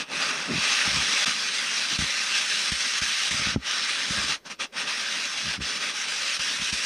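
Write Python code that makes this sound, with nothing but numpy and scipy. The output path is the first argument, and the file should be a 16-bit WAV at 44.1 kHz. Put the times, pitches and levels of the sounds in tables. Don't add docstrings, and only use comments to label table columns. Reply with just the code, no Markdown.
import sys
import numpy as np
from scipy import signal
from scipy.fft import rfft, irfft
from scipy.io import wavfile

SR = 44100
rng = np.random.default_rng(int(sys.argv[2]) if len(sys.argv) > 2 else 0)


def materialize(psi):
    bounded = np.clip(np.atleast_2d(psi).T, -1, 1)
    quanta = np.round(bounded * 32767).astype(np.int16)
    wavfile.write(sys.argv[1], SR, quanta)


N = 302085
TIME = np.arange(N) / SR
FREQ = np.maximum(np.fft.rfftfreq(N, 1 / SR), 1)
TOP_HZ = 15100


# t/s, plate drone/dB, casting ring/dB, brightness/dB
FACE_BEARING = [(0, 6.5, 5, .5), (.48, 6, 2, 1), (.68, 0.5, 5, 0), (.95, 1, 0, 1), (1.8, -1, 0, 1.5),
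                (3.25, -4, -1.5, 2), (3.5, 0, -2.5, -2), (3.85, -3.5, -2.5, -2.5), (4.12, 1, -4.5, 1),
                (4.75, 3.5, 1, -0.5), (5.25, -0.5, -1, 1), (5.6, 0.5, -2, -1.5), (6.2, -1.5, 0, 1),
                (6.85, -1.5, 0, 3)]
def sanding(easy_db=-28):
    stroke_db = hand()
    drone_db, ring_db, bright_db = curves(FACE_BEARING)
    slow_db = np.clip(easy_db - stroke_db, 0, 8.5)
    drone_db += 0.9 * slow_db
    bright_db -= 0.12 * slow_db
    drag_db = 0.65 * walk(27) + 0.3 * walk(130)
    force = grit(grains_per_s=22000, spread_db=1.27) * undb(drag_db)
    hiss = unit(shifting_contact(casting(force), low_db=1.84, high_db=1.5, rate_hz=12.6))
    drone = shape(hiss, rolloff(FREQ / 1100)) * (undb(drone_db) - 1)
    ring = shape(hiss, rolloff((FREQ - 2600) / 170)) * (undb(ring_db) - 1)
    treble = shape(hiss, 1 - rolloff(FREQ / 4500)) * (undb(bright_db) - 1)
    level_db = stroke_db + grabs() + dropout()
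    return wavering(*(hiss + drone + ring + treble) * undb(level_db))


def grit(grains_per_s, spread_db):
    caught = rng.random(N) < grains_per_s / SR
    size = undb(spread_db * np.minimum(rng.exponential(size=N), 5))
    return unit(caught * size * rng.standard_normal((2, N)))


# f/Hz, bandwidth/Hz, level over the broad spectrum/dB
CASTING_MODES = [(155, 20, 4.5), (220, 20, 7.0), (269, 25, 7.0), (425, 25, 6.0), (577, 75, 8.0),
                 (815, 55, 4.0), (1222, 95, 6.5), (1553, 155, 4.5), (1851, 185, 2.0), (2480, 190, 2.5),
                 (2692, 135, 3.0), (3404, 265, 3.0), (3962, 245, 4.0), (4819, 200, 4.0), (5440, 255, 5.5),
                 (5691, 175, 2.5), (6205, 100, 4.5), (6454, 125, 4.0), (8521, 390, 3.0), (9143, 205, 4.5),
                 (9941, 270, 4.0)]
# f/Hz, relative level/dB
SCRATCH_SPECTRUM = [(40, -32), (115, -30.5), (180, -13.5), (335, -17.5), (720, -16), (1000, -10),
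                    (1600, -3.5), (2600, 0), (4400, -4.5), (6050, -6), (6950, -14), (9300, -17),
                    (10900, -33), (15000, -41.5)]
def casting(force):
    resonances = sum((undb(db) - 1) / (1 + 1j * (FREQ / hz - hz / FREQ) * hz / width)
                     for hz, width, db in CASTING_MODES)
    return shape(force, colour(SCRATCH_SPECTRUM) * (1 + resonances))


def shifting_contact(x, low_db, high_db, rate_hz, bands=36):
    place = np.interp(np.sqrt(FREQ), np.sqrt([400, TOP_HZ]), [0, bands - 1])
    spectrum, out = rfft(x), 0
    for k, depth_db in enumerate(np.linspace(low_db, high_db, bands)):
        share = np.maximum(1 - abs(place - k), 0)
        out = out + irfft(spectrum * share, N) * undb(depth_db * walk(rate_hz))
    return out


# start/s, end/s, rise constant/s, gain/dB
HAND_STROKES = [(-.1, 0.026, .02, 0), (.123, 3.54, 0.022, -0.5), (3.654, 4.354, 0.018, 0),
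                (4.457, 4.482, .004, -9.5), (4.502, 4.53, .004, -5), (4.598, 4.646, 0.0035, 0),
                (4.726, 4.76, .002, -17), (4.768, 5.566, .01, 0), (5.612, 7.04, .006, 0)]
# t/s, level/dB
HAND_EFFORT = [(0, -29.5), (.29, -26.5), (.39, -31.5), (.5, -33.3), (.65, -22.3), (.94, -24.8),
               (1.27, -22.8), (1.34, -27.5), (2.1, -26.4), (3.44, -25.3), (3.8, -25.2), (4.06, -28.2),
               (4.28, -27.5), (4.33, -25), (4.52, -27.5), (5.1, -29.3), (5.9, -28.5), (6.85, -28.4)]
# t/s, depth/dB
HAND_TURNS = [(1.52, 2), (4.856, 5), (5.361, 3.5), (5.793, 4.5), (5.932, 6), (6.068, 5.2), (6.602, 4)]
def hand(stop_s=0.0089, creep_db=-35.5, turn_s=0.021, bite_db=1.05):
    moving = sum(undb(db) * ease((TIME - start) / rise) * ease((end - TIME) / stop_s)
                 for start, end, rise, db in HAND_STROKES)
    slowing_db = bells([(s, turn_s, depth) for s, depth in HAND_TURNS], recovery=0.7)
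    rasp_db = bells([(s, half, bite_db) for s, half, _, _ in swells()])
    return curves(HAND_EFFORT)[0] + 20 * np.log10(moving + undb(creep_db)) - slowing_db + rasp_db


# t/s, half length/s, depth/dB
HISS_GAP = [(1.253, 0.0035, 36)]
def dropout():
    return -bells(HISS_GAP, recovery=1.15)


# t/s, side gain/dB
HISS_SPREAD = [(0, -49), (1.24, -45), (1.3, -4.5), (5.6, -5), (5.75, 4), (6.7, -1), (6.85, -7)]
def wavering(mid, side):
    spread = undb(curves(HISS_SPREAD)[0])
    in_phase, quadrature = swirl(mid, fall_hz_per_s=1700, width_hz=57, half_s=0.066)
    stereo = ports(mid - 0.25 * spread * in_phase, side * spread)
    return stereo + np.array([[1], [-1]]) * undb(-3) * spread * quadrature


def swirl(x, fall_hz_per_s, width_hz, half_s, count=170):
    hz, t, cells = signal.stft(x, SR, nperseg=2048)
    mask = 0
    for when, height in rng.random((count, 2)):
        since = t - when * N / SR
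        centre = 600 + 7400 * height ** 1.318 - fall_hz_per_s * since
        mask = mask + np.exp(-((hz[:, None] - centre) / width_hz) ** 2 - (since / half_s) ** 4)
    return [signal.istft(phase * cells * np.minimum(mask, 1), SR)[1][:N] for phase in (1, 1j)]


# release/s, loss of hiss/dB, thump peak/dB
FACE_GRABS = [(1.989, 9, -18.5), (2.72, 7, -22), (3.018, 8, -26.5), (3.311, 7, -33), (6.395, 10, -37),
              (6.727, 10, -26)]
def grabs(offset_s=0.006, hold_s=0.012, lurch_s=0.013, lurch_db=2):
    held_db = bells([(s - offset_s, hold_s, depth) for s, depth, _ in FACE_GRABS], recovery=0.3)
    freed_db = bells([(s + offset_s, lurch_s, lurch_db) for s, _, _ in FACE_GRABS])
    return freed_db - held_db


# t/s, peak level/dB, contact time/s
HEAD_DROPS = [(0.876, -23, 0.0024), (3.47, -23, 0.0035), (3.561, -11, 0.0015), (3.568, -15, 0.0069),
              (4.107, -23.5, 0.005), (4.183, -28, 0.0045)]
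def knocks(release_contact_s=0.0064):
    out = np.zeros(N)
    releases = [(s, db, release_contact_s) for s, _, db in FACE_GRABS]
    for s, db, contact_s in list(HEAD_DROPS) + releases:
        blow = bench(push(contact_s))
        add(out, s, undb(db) * blow / abs(blow).max())
    return out


# first swell/s, last swell/s, half length of a swell/s, rms level/dB, slip rate/Hz
JUDDER_RUNS = [(.514, .514, 0.026, -30.5, 245), (.56, .56, .035, -33.5, 105), (.95, .95, .068, -38, 80),
               (1.28, 1.27, 0.015, -40.5, 126), (1.93, 1.95, 0.018, -42, 230),
               (2.022, 2.022, .018, -33.5, 99), (3.34, 3.54, .023, -39.5, 90), (4.108, 4.3, .022, -42, 105),
               (5.47, 5.48, .027, -39.5, 97), (5.6, 5.605, .028, -36.5, 96), (6.609, 6.609, .012, -40, 86)]
def swells(rock_s=0.068):
    return [(s, half, db, rate) for first, last, half, db, rate in JUDDER_RUNS
            for s in np.linspace(first, last, 1 + round(abs(last - first) / rock_s))]


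def judders(jitter_cycles=0.247, scatter_db=3.0, slip_share=0.54):
    out = np.zeros(N)
    for s, half, db, rate in swells():
        reach_s = 2 * half
        late, size = rng.standard_normal((64, 2)).T
        when = (np.arange(-32, 32) + jitter_cycles * late) / rate
        strength = undb(scatter_db * size) * np.exp(-(when / half) ** 2)
        live = abs(when) < reach_s
        slips = np.zeros(int(2 * reach_s * SR) + 1)
        slips[((when[live] + reach_s) * SR).astype(int)] = strength[live]
        run = bench(signal.fftconvolve(slips, push(slip_share / rate)))
        run = highpass(run, 0.73 * rate)
        rms = np.sqrt(np.sum(run ** 2) / (reach_s * SR))
        add(out, s - reach_s, undb(db) * run / rms)
    return out


def push(contact_s):
    t = TIME[:SR // 20] / contact_s
    return t ** 2 * np.exp(-3 * np.pi * t)


# f/Hz, T60/s, relative level/dB
BENCH_MODES = [(66.7, 0.12, -3.5), (93, 0.056, -3.5), (137, 0.068, -8), (169, 0.044, 5.5), (204.5, 0.07, 1),
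               (263, 0.1, -5), (550, 0.068, -24), (670, 0.066, -25), (813, 0.056, -10), (1330, .04, -1)]
def bench(force):
    t = TIME[:SR // 4]
    response = sum(undb(db) * np.cos(2 * np.pi * hz * t) * np.exp(-np.log(1000) * t / t60)
                   for hz, t60, db in BENCH_MODES)
    return signal.fftconvolve(force, response)


# f/Hz, relative level/dB
AIR_SPECTRUM = [(30, 2), (100, -7), (220, 0), (500, 2), (2000, -38), (6000, -28), (15000, -26)]
def workshop_air():
    return ports(*unit(shape(rng.standard_normal((2, N)), colour(AIR_SPECTRUM))))


# f/Hz, side gain/dB
PORT_WIDTH = [(350, -45), (600, -36), (3000, -59), (7000, -10.5), (8200, -5), (9500, -2.5), (12000, 3.5)]
def ports(mid, side):
    return mid + np.array([[1], [-1]]) * shape(side, colour(PORT_WIDTH))


def undb(db):
    return 10 ** (np.asarray(db) / 20)


def unit(x):
    return x / np.sqrt(np.mean(x ** 2))


def curves(table):
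    s, *columns = np.transpose(table)
    return [np.interp(TIME, s, column) for column in columns]


def colour(points):
    hz, db = np.transpose(points)
    return undb(np.interp(np.log(FREQ), np.log(hz), db))


def shape(x, gain):
    return irfft(rfft(x) * gain, N)


def rolloff(ratio):
    return 1 / (1 + ratio ** 4)


def highpass(x, hz):
    return signal.sosfilt(signal.butter(2, hz, "high", fs=SR, output="sos"), x)


def walk(rate_hz):
    return unit(shape(rng.standard_normal(N), np.exp(-(FREQ / rate_hz) ** 2)))


def ease(z):
    return .5 + .5 * np.tanh(z / 2)


def bells(table, recovery=1):
    return sum(db * np.exp(-((TIME - s) / np.where(TIME < s, half, half * recovery)) ** 2)
               for s, half, db in table)


def add(track, s, sound):
    start = max(int(s * SR), 0)
    track[start:start + len(sound)] += sound[:max(N - start, 0)]


def scene():
    air = undb(-60.0) * workshop_air()
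    return sanding() + knocks() + judders() + air


def record(dry):
    lowpass = signal.ellip(8, .2, 70, TOP_HZ, fs=SR, output="sos")
    return signal.sosfilt(lowpass, highpass(dry, 32))


dry = scene()
out = record(dry)
materialize(out)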